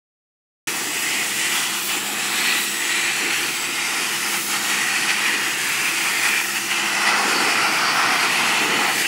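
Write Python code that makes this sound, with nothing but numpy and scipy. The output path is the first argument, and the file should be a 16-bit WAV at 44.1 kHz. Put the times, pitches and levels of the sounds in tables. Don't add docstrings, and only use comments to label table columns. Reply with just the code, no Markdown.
import sys
import numpy as np
from scipy import signal
from scipy.fft import rfft, irfft, next_fast_len
from scipy.io import wavfile
from scipy.ndimage import uniform_filter1d, map_coordinates

SR = 44100
rng = np.random.default_rng(int(sys.argv[2]) if len(sys.argv) > 2 else 0)


def boost(x):
    u = np.asarray(x, float) / 20
    return 10 ** u


def pcm_store(signal):
    levels = np.round(np.clip(np.atleast_2d(signal), -1, 1) * 32767)
    wavfile.write(sys.argv[1], SR, levels.astype(np.int16).T)


N = 399987
START_S, TOP_HZ = 0.672, 15740

# time in seconds, splash on slats in dB,
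# drumming of panels in dB, nozzle hiss in dB.
JET_LEVELS = [(.68, -30.5, -34.5, -30.5), (.8, -29, -32.5, -29.5), (1.1, -26, -33.5, -28),
              (1.55, -25.5, -32, -27.5), (2.05, -28.5, -33.5, -31), (2.4, -24.5, -32, -28),
              (2.95, -23, -31.5, -28.5), (3.4, -23.5, -30, -29), (3.65, -27, -33.5, -30),
              (4.15, -25.5, -31.5, -28), (4.8, -23.5, -30, -27), (5.25, -22.5, -30, -29.5),
              (5.5, -25.5, -32.5, -29), (6.05, -23, -31, -27.5), (6.8, -22.5, -29, -29),
              (7.15, -22, -22.5, -30), (7.55, -21, -23, -29.5), (8.05, -22.5, -20.5, -31.5),
              (8.38, -20.5, -24, -28.5), (8.89, -21.5, -24.5, -30), (8.95, -24, -30.5, -26.5),
              (9.07, -22, -34, -29)]
# time in seconds,
# slat slope in dB per octave, panel slope in dB per octave.
METAL_TILT = [(.68, 1, 2), (.95, 3, -2), (1.33, 6, -3), (1.6, 7, 3), (2.1, 2, -2), (2.35, 0, 0),
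              (2.57, 5, 5), (2.87, 2.5, 0.5), (4.2, 2, 2), (4.56, -1.8, 1), (5.8, -1, 2), (6.99, -2, 1.3),
              (7.24, -1.6, -.8), (7.97, 0.5, 2), (8.6, 4, -.6), (9.07, -1, -6)]
# centre in Hz, width scale in Hz, relative level in dB.
SLAT_MODES = [(1944, 466, 2), (2490, 540, -0.5), (2867, 1050, -4)]
PANEL_MODES = [(450, 110, -9), (823, 246, 0), (1033, 550, -4), (1356, 450, 0.5), (5370, 1360, -13)]
# frequency in Hz, relative density in dB per Hz.
HISS_COLOUR = [(2000, -46), (3400, -4.5), (6870, -2), (7850, -2.5), (11500, -7.5), (15000, -50),
               (22000, -120)]

# middle in seconds, width at half height in seconds, signed loss in dB.
MISSES = [(1.29, .04, 2.5), (1.36, .06, 2.5), (1.86, 0.057, 7.5), (2.71, 0.24, 4.5), (3.03, .05, 1.5),
          (3.18, 0.077, 2), (3.55, 0.063, 2), (3.69, 0.043, 1.5), (3.85, .1, -0.5), (4.21, .05, 1.5),
          (4.44, .13, 5.5), (4.63, 0.14, 2), (6.48, 0.21, 5), (6.65, 0.093, 5), (7.72, 0.15, 2),
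          (8.66, .06, 1.5)]
# middle in seconds, width at half height in seconds,
# signed gain in dB.
STRIKES = [(.68, 0.041, 5), (1.08, .05, -0.5), (1.45, 0.055, 1.5), (1.55, .08, 1), (1.92, 0.12, 4.5),
           (2.51, 0.15, 3), (3.07, 0.041, 1.5), (3.32, .05, 2), (3.93, 0.045, 0), (4.35, .07, 2.5),
           (4.54, 0.08, 2), (4.71, .06, 2.5), (5.1, 0.033, 4.5), (5.28, .05, 4), (5.86, 0.026, 3.5),
           (6.27, 0.049, 4.5), (6.36, 0.1, 4), (6.57, 0.029, 3), (6.72, 0.031, 4), (7.08, 0.041, 4),
           (7.65, 0.071, 1.5)]
# dB per dB of miss, dB per dB of strike.
SPLASH_FOLLOWS, DRUM_FOLLOWS, HISS_FOLLOWS = (-1, 1), (-1.08, 0.63), (-0.25, 0.6)
GRAZE_FOLLOWS, MIST_FOLLOWS, ROAR_FOLLOWS = (-1, 1), (0.66, 0.29), (-0.25, 0.1)

# time in seconds, centre in Hz, half width at half amplitude in Hz,
# base level in dB.
GRAZE = [(.68, 4600, 400, -46), (1.3, 4700, 300, -46), (1.65, 4600, 300, -38), (2.0, 3700, 400, -48),
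         (2.25, 3880, 450, -33.5), (2.5, 4080, 450, -28.5), (2.7, 3830, 450, -34.5), (3.4, 4360, 400, -37),
         (3.7, 4660, 180, -37), (4.35, 4750, 180, -35), (4.6, 4480, 220, -35), (5.8, 4530, 250, -37),
         (6.99, 4550, 400, -36), (7.3, 4750, 550, -32), (7.97, 4660, 550, -32.5), (8.6, 4400, 450, -34.5),
         (9.07, 4460, 400, -37)]
# time in seconds, lower band level in dB, upper band level in dB.
WHISTLE_LEVELS = [(.68, -44, -36), (.9, -39, -41), (1.9, -39, -41), (2.5, -41, -37), (3.1, -44, -36.5),
                  (3.7, -46, -37), (4.3, -50, -53), (4.8, -50, -46), (6.4, -52, -45), (7.5, -60, -56),
                  (8.6, -57, -53), (9.0, -48, -47)]
WHISTLE_HZ, WHISTLE_HALF_WIDTH_HZ = (7230, 7880), 210

# middle in seconds, width at half height in seconds, rise in dB.
BOOM_SWELLS = [(.7, 0.045, 13), (1.97, 0.029, 12), (2.6, 0.16, 8), (3.25, 0.088, 14.5), (5.07, 0.056, 6),
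               (5.33, 0.18, 9.5), (7.37, 0.39, 19), (8.72, 0.3, 18)]
# frequency in Hz, relative density in dB per Hz.
BOOM_COLOUR = [(100, -60), (150, -17), (200, -9), (300, 0), (450, -1), (560, -11), (800, -35), (1360, -120)]
BOOM_FLOOR_DB = -48
BUMP_SHARPNESS = 2.3

# time in seconds, low roar in dB, fine mist in dB.
BAY_LEVELS = [(.68, -38.5, -32.5), (1.45, -39, -34), (1.75, -40.5, -32.5), (2.0, -39, -33),
              (2.6, -39.5, -32.5), (3.05, -40.5, -39), (3.5, -39, -34), (3.8, -40, -39.5),
              (4.3, -39.5, -31.5), (4.95, -40.5, -39), (6.05, -40, -33), (6.8, -40.5, -38.5),
              (7.3, -38.5, -39.5), (8.7, -33, -39.5), (9.02, -36.5, -31), (9.07, -38, -35)]
# frequency in Hz, relative density in dB per Hz.
MIST_COLOUR = [(6500, -4), (11000, 2.5), (12200, 1), (13500, 4.5), (14500, -1.5), (15600, 5.5),
               (16600, 1.5)]
ROAR_COLOUR = [(68, -61), (115, -16), (134, -7.5), (167, -8.5), (195, -5), (280, -4), (338, -1.5),
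               (554, -13), (620, -14), (810, -16), (1360, -120)]
RUMBLE_COLOUR = [(15, -43), (25, -13), (38, -13), (55, 1), (64, -4), (86, 8), (100, 5), (130, -32),
                 (220, -120)]
RUMBLE_DB = -66

# multiple of the stroke rate, base rms level in dB.
PUMP_OVERTONES = [(2, -55), (5, -45)]
PUMP_HZ, BEATING_MULTIPLE = 68.5, 3
BEAT_DB, BEAT_PERIOD_S, BEAT_PEAK_S, BEAT_DEPTH = -48, 2.39, 4.64, 0.69


def jet():
    splash_db, drum_db, hiss_db = curves(JET_LEVELS)
    flutter = wobble(30)
    return splash(splash_db, flutter) + drum(drum_db, flutter) + hiss(hiss_db, flutter)


def splash(base_db, flutter):
    s, slope_db, _ = np.transpose(METAL_TILT)
    colour = tilted(resonances(SLAT_MODES, 1.91), s, slope_db, 2230)
    level_db = base_db + contact(SPLASH_FOLLOWS) + 0.43 * flutter + 0.3 * wobble(70)
    return boost(level_db) * spray(colour, 0.74, 1.9, -11, 2500)


def drum(base_db, flutter):
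    s, _, slope_db = np.transpose(METAL_TILT)
    colour = tilted(resonances(PANEL_MODES, 1.77), s, slope_db, 1020)
    level_db = base_db + contact(DRUM_FOLLOWS) + 0.45 * flutter + 0.72 * wobble(14)
    return boost(level_db) * spray(colour, 0.25, 1.0, -6.5, 1500)


def hiss(base_db, flutter):
    level_db = base_db + contact(HISS_FOLLOWS) + 0.75 * flutter + 0.39 * wobble(12)
    return boost(level_db) * spray(still(spectrum(HISS_COLOUR)), 0.27, 2.3, -5, 4000)


def graze():
    s, centre_hz, half_width_hz, _ = np.transpose(GRAZE)
    _, _, base_db = curves(GRAZE)
    level_db = base_db + contact(GRAZE_FOLLOWS)
    return boost(level_db) * spray(gliding(s, centre_hz, half_width_hz), 2.1, 2.1, -6, 3000)


def whistle():
    total = np.zeros(N)
    for centre_hz, level_db in zip(WHISTLE_HZ, curves(WHISTLE_LEVELS)):
        colour = gliding([0], [centre_hz], [WHISTLE_HALF_WIDTH_HZ])
        total += boost(level_db) * spray(colour, 2.9, 1.2, -18, 3000)
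    return total


def boom():
    return boost(BOOM_FLOOR_DB + bumps(BOOM_SWELLS)) * steady(BOOM_COLOUR)


def mist(base_db):
    level_db = base_db + contact(MIST_FOLLOWS) + 1.2 * wobble(16)
    return boost(level_db) * spray(still(spectrum(MIST_COLOUR)), 1.5, 1.2, -14, 5000)


def roar(base_db):
    level_db = base_db + contact(ROAR_FOLLOWS) + 1.1 * wobble(11)
    return boost(level_db) * steady(ROAR_COLOUR)


def pump():
    phase = 2 * np.pi * np.cumsum(PUMP_HZ * (1 + 0.0008 * wobble(1.7))) / SR
    hum = np.zeros(N)
    for multiple, base_db in PUMP_OVERTONES:
        tone = np.sin(multiple * phase + rng.uniform(0, 2 * np.pi))
        hum += boost(base_db + 0.84 * wobble(3.4)) * tone
    swell_phase = 2 * np.pi * (np.arange(N) / SR - BEAT_PEAK_S) / BEAT_PERIOD_S
    beat = 1 + BEAT_DEPTH * np.cos(swell_phase)
    hum += boost(BEAT_DB + 1.3 * wobble(2.46)) * beat * np.sin(BEATING_MULTIPLE * phase)
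    return np.sqrt(2) * hum


def rumble():
    return boost(RUMBLE_DB) * steady(RUMBLE_COLOUR)


def spray(colour, patchy_db, ripple_db, drops_db, drops_per_s):
    hits = rng.random(N) < drops_per_s / SR
    drops = unit(rng.standard_normal(N) * hits)
    raw = rng.standard_normal(N) + boost(drops_db) * drops
    hz, t, z = signal.stft(raw, SR, nperseg=1024)
    field_db = patchy_db * patches(z.shape, 10, 9) + ripple_db * patches(z.shape, 3, 28)
    z = z / (1 + (350 / (hz[:, None] + 1)) ** 4)
    z = z * colour(hz[:, None], t[None, :]) * boost(field_db)
    return unit(signal.istft(z, SR, nperseg=1024)[1][:N])


def steady(points):
    size = next_fast_len(N)
    gain = spectrum(points)(np.fft.rfftfreq(size, 1 / SR))
    return unit(irfft(rfft(rng.standard_normal(size)) * gain, size)[:N])


def contact(follows):
    return follows[0] * bumps(MISSES) + follows[1] * bumps(STRIKES)


def bumps(rows):
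    t = np.arange(0, N + 64, 64) / SR
    s, width_s, db = np.transpose(rows)[:, :, None]
    shape = 0.5 ** (np.abs(2 * (t - s) / width_s) ** BUMP_SHARPNESS)
    return np.interp(np.arange(N) / SR, t, np.sum(db * shape, axis=0))


def resonances(modes, steep):
    def gain(hz):
        return np.sqrt(sum(boost(db) ** 2 / (1 + (2 * (hz - c) / w) ** 2) ** steep for c, w, db in modes))
    return gain


def tilted(colour, s, slope_db, pivot_hz):
    def gain(hz, t):
        octaves = np.clip(np.log2((hz + 1) / pivot_hz), -1, 1)
        return colour(hz) * boost(np.interp(t, s, slope_db) * octaves)
    return gain


def gliding(s, centre_hz, half_width_hz):
    def gain(hz, t):
        offset = (hz - np.interp(t, s, centre_hz)) / np.interp(t, s, half_width_hz)
        return 1 / (1 + offset ** 2)
    return gain


def still(colour):
    return lambda hz, t: colour(hz)


def spectrum(points):
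    f, db = np.transpose(points)
    return lambda hz: boost(np.interp(np.log(hz + 1), np.log(f + 1), db))


def patches(shape, bins, frames):
    field = uniform_filter1d(rng.standard_normal(shape), size=bins, axis=0)
    return unit(uniform_filter1d(field, size=frames, axis=1))


def wobble(knots_per_s):
    knots = rng.standard_normal(int(N * knots_per_s / SR) + 4)
    return map_coordinates(knots, [np.arange(N) * knots_per_s / SR])


def curves(rows):
    s, *cols = np.transpose(rows)
    return [np.interp(np.arange(N) / SR, s, c) for c in cols]


def unit(x):
    return x / np.sqrt(np.mean(x ** 2) + 1e-20)


def scene():
    roar_db, mist_db = curves(BAY_LEVELS)
    sound = jet() + graze() + whistle() + boom() + mist(mist_db) + roar(roar_db) + pump() + rumble()
    return np.array([sound, sound])


def roll_off(x):
    return signal.sosfilt(signal.butter(12, 17090, fs=SR, output="sos"), x)


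def record(dry):
    size = next_fast_len(N)
    hz = np.fft.rfftfreq(size, 1 / SR)
    floor_dip = boost(-4.5 / (1 + ((hz - 585) / 45) ** 2))
    heard = irfft(rfft(dry, size) * floor_dip * (hz < TOP_HZ), size)[:, :N]
    heard = heard * (np.arange(N) >= START_S * SR)
    return roll_off(heard)


dry = scene()
out = record(dry)
pcm_store(out)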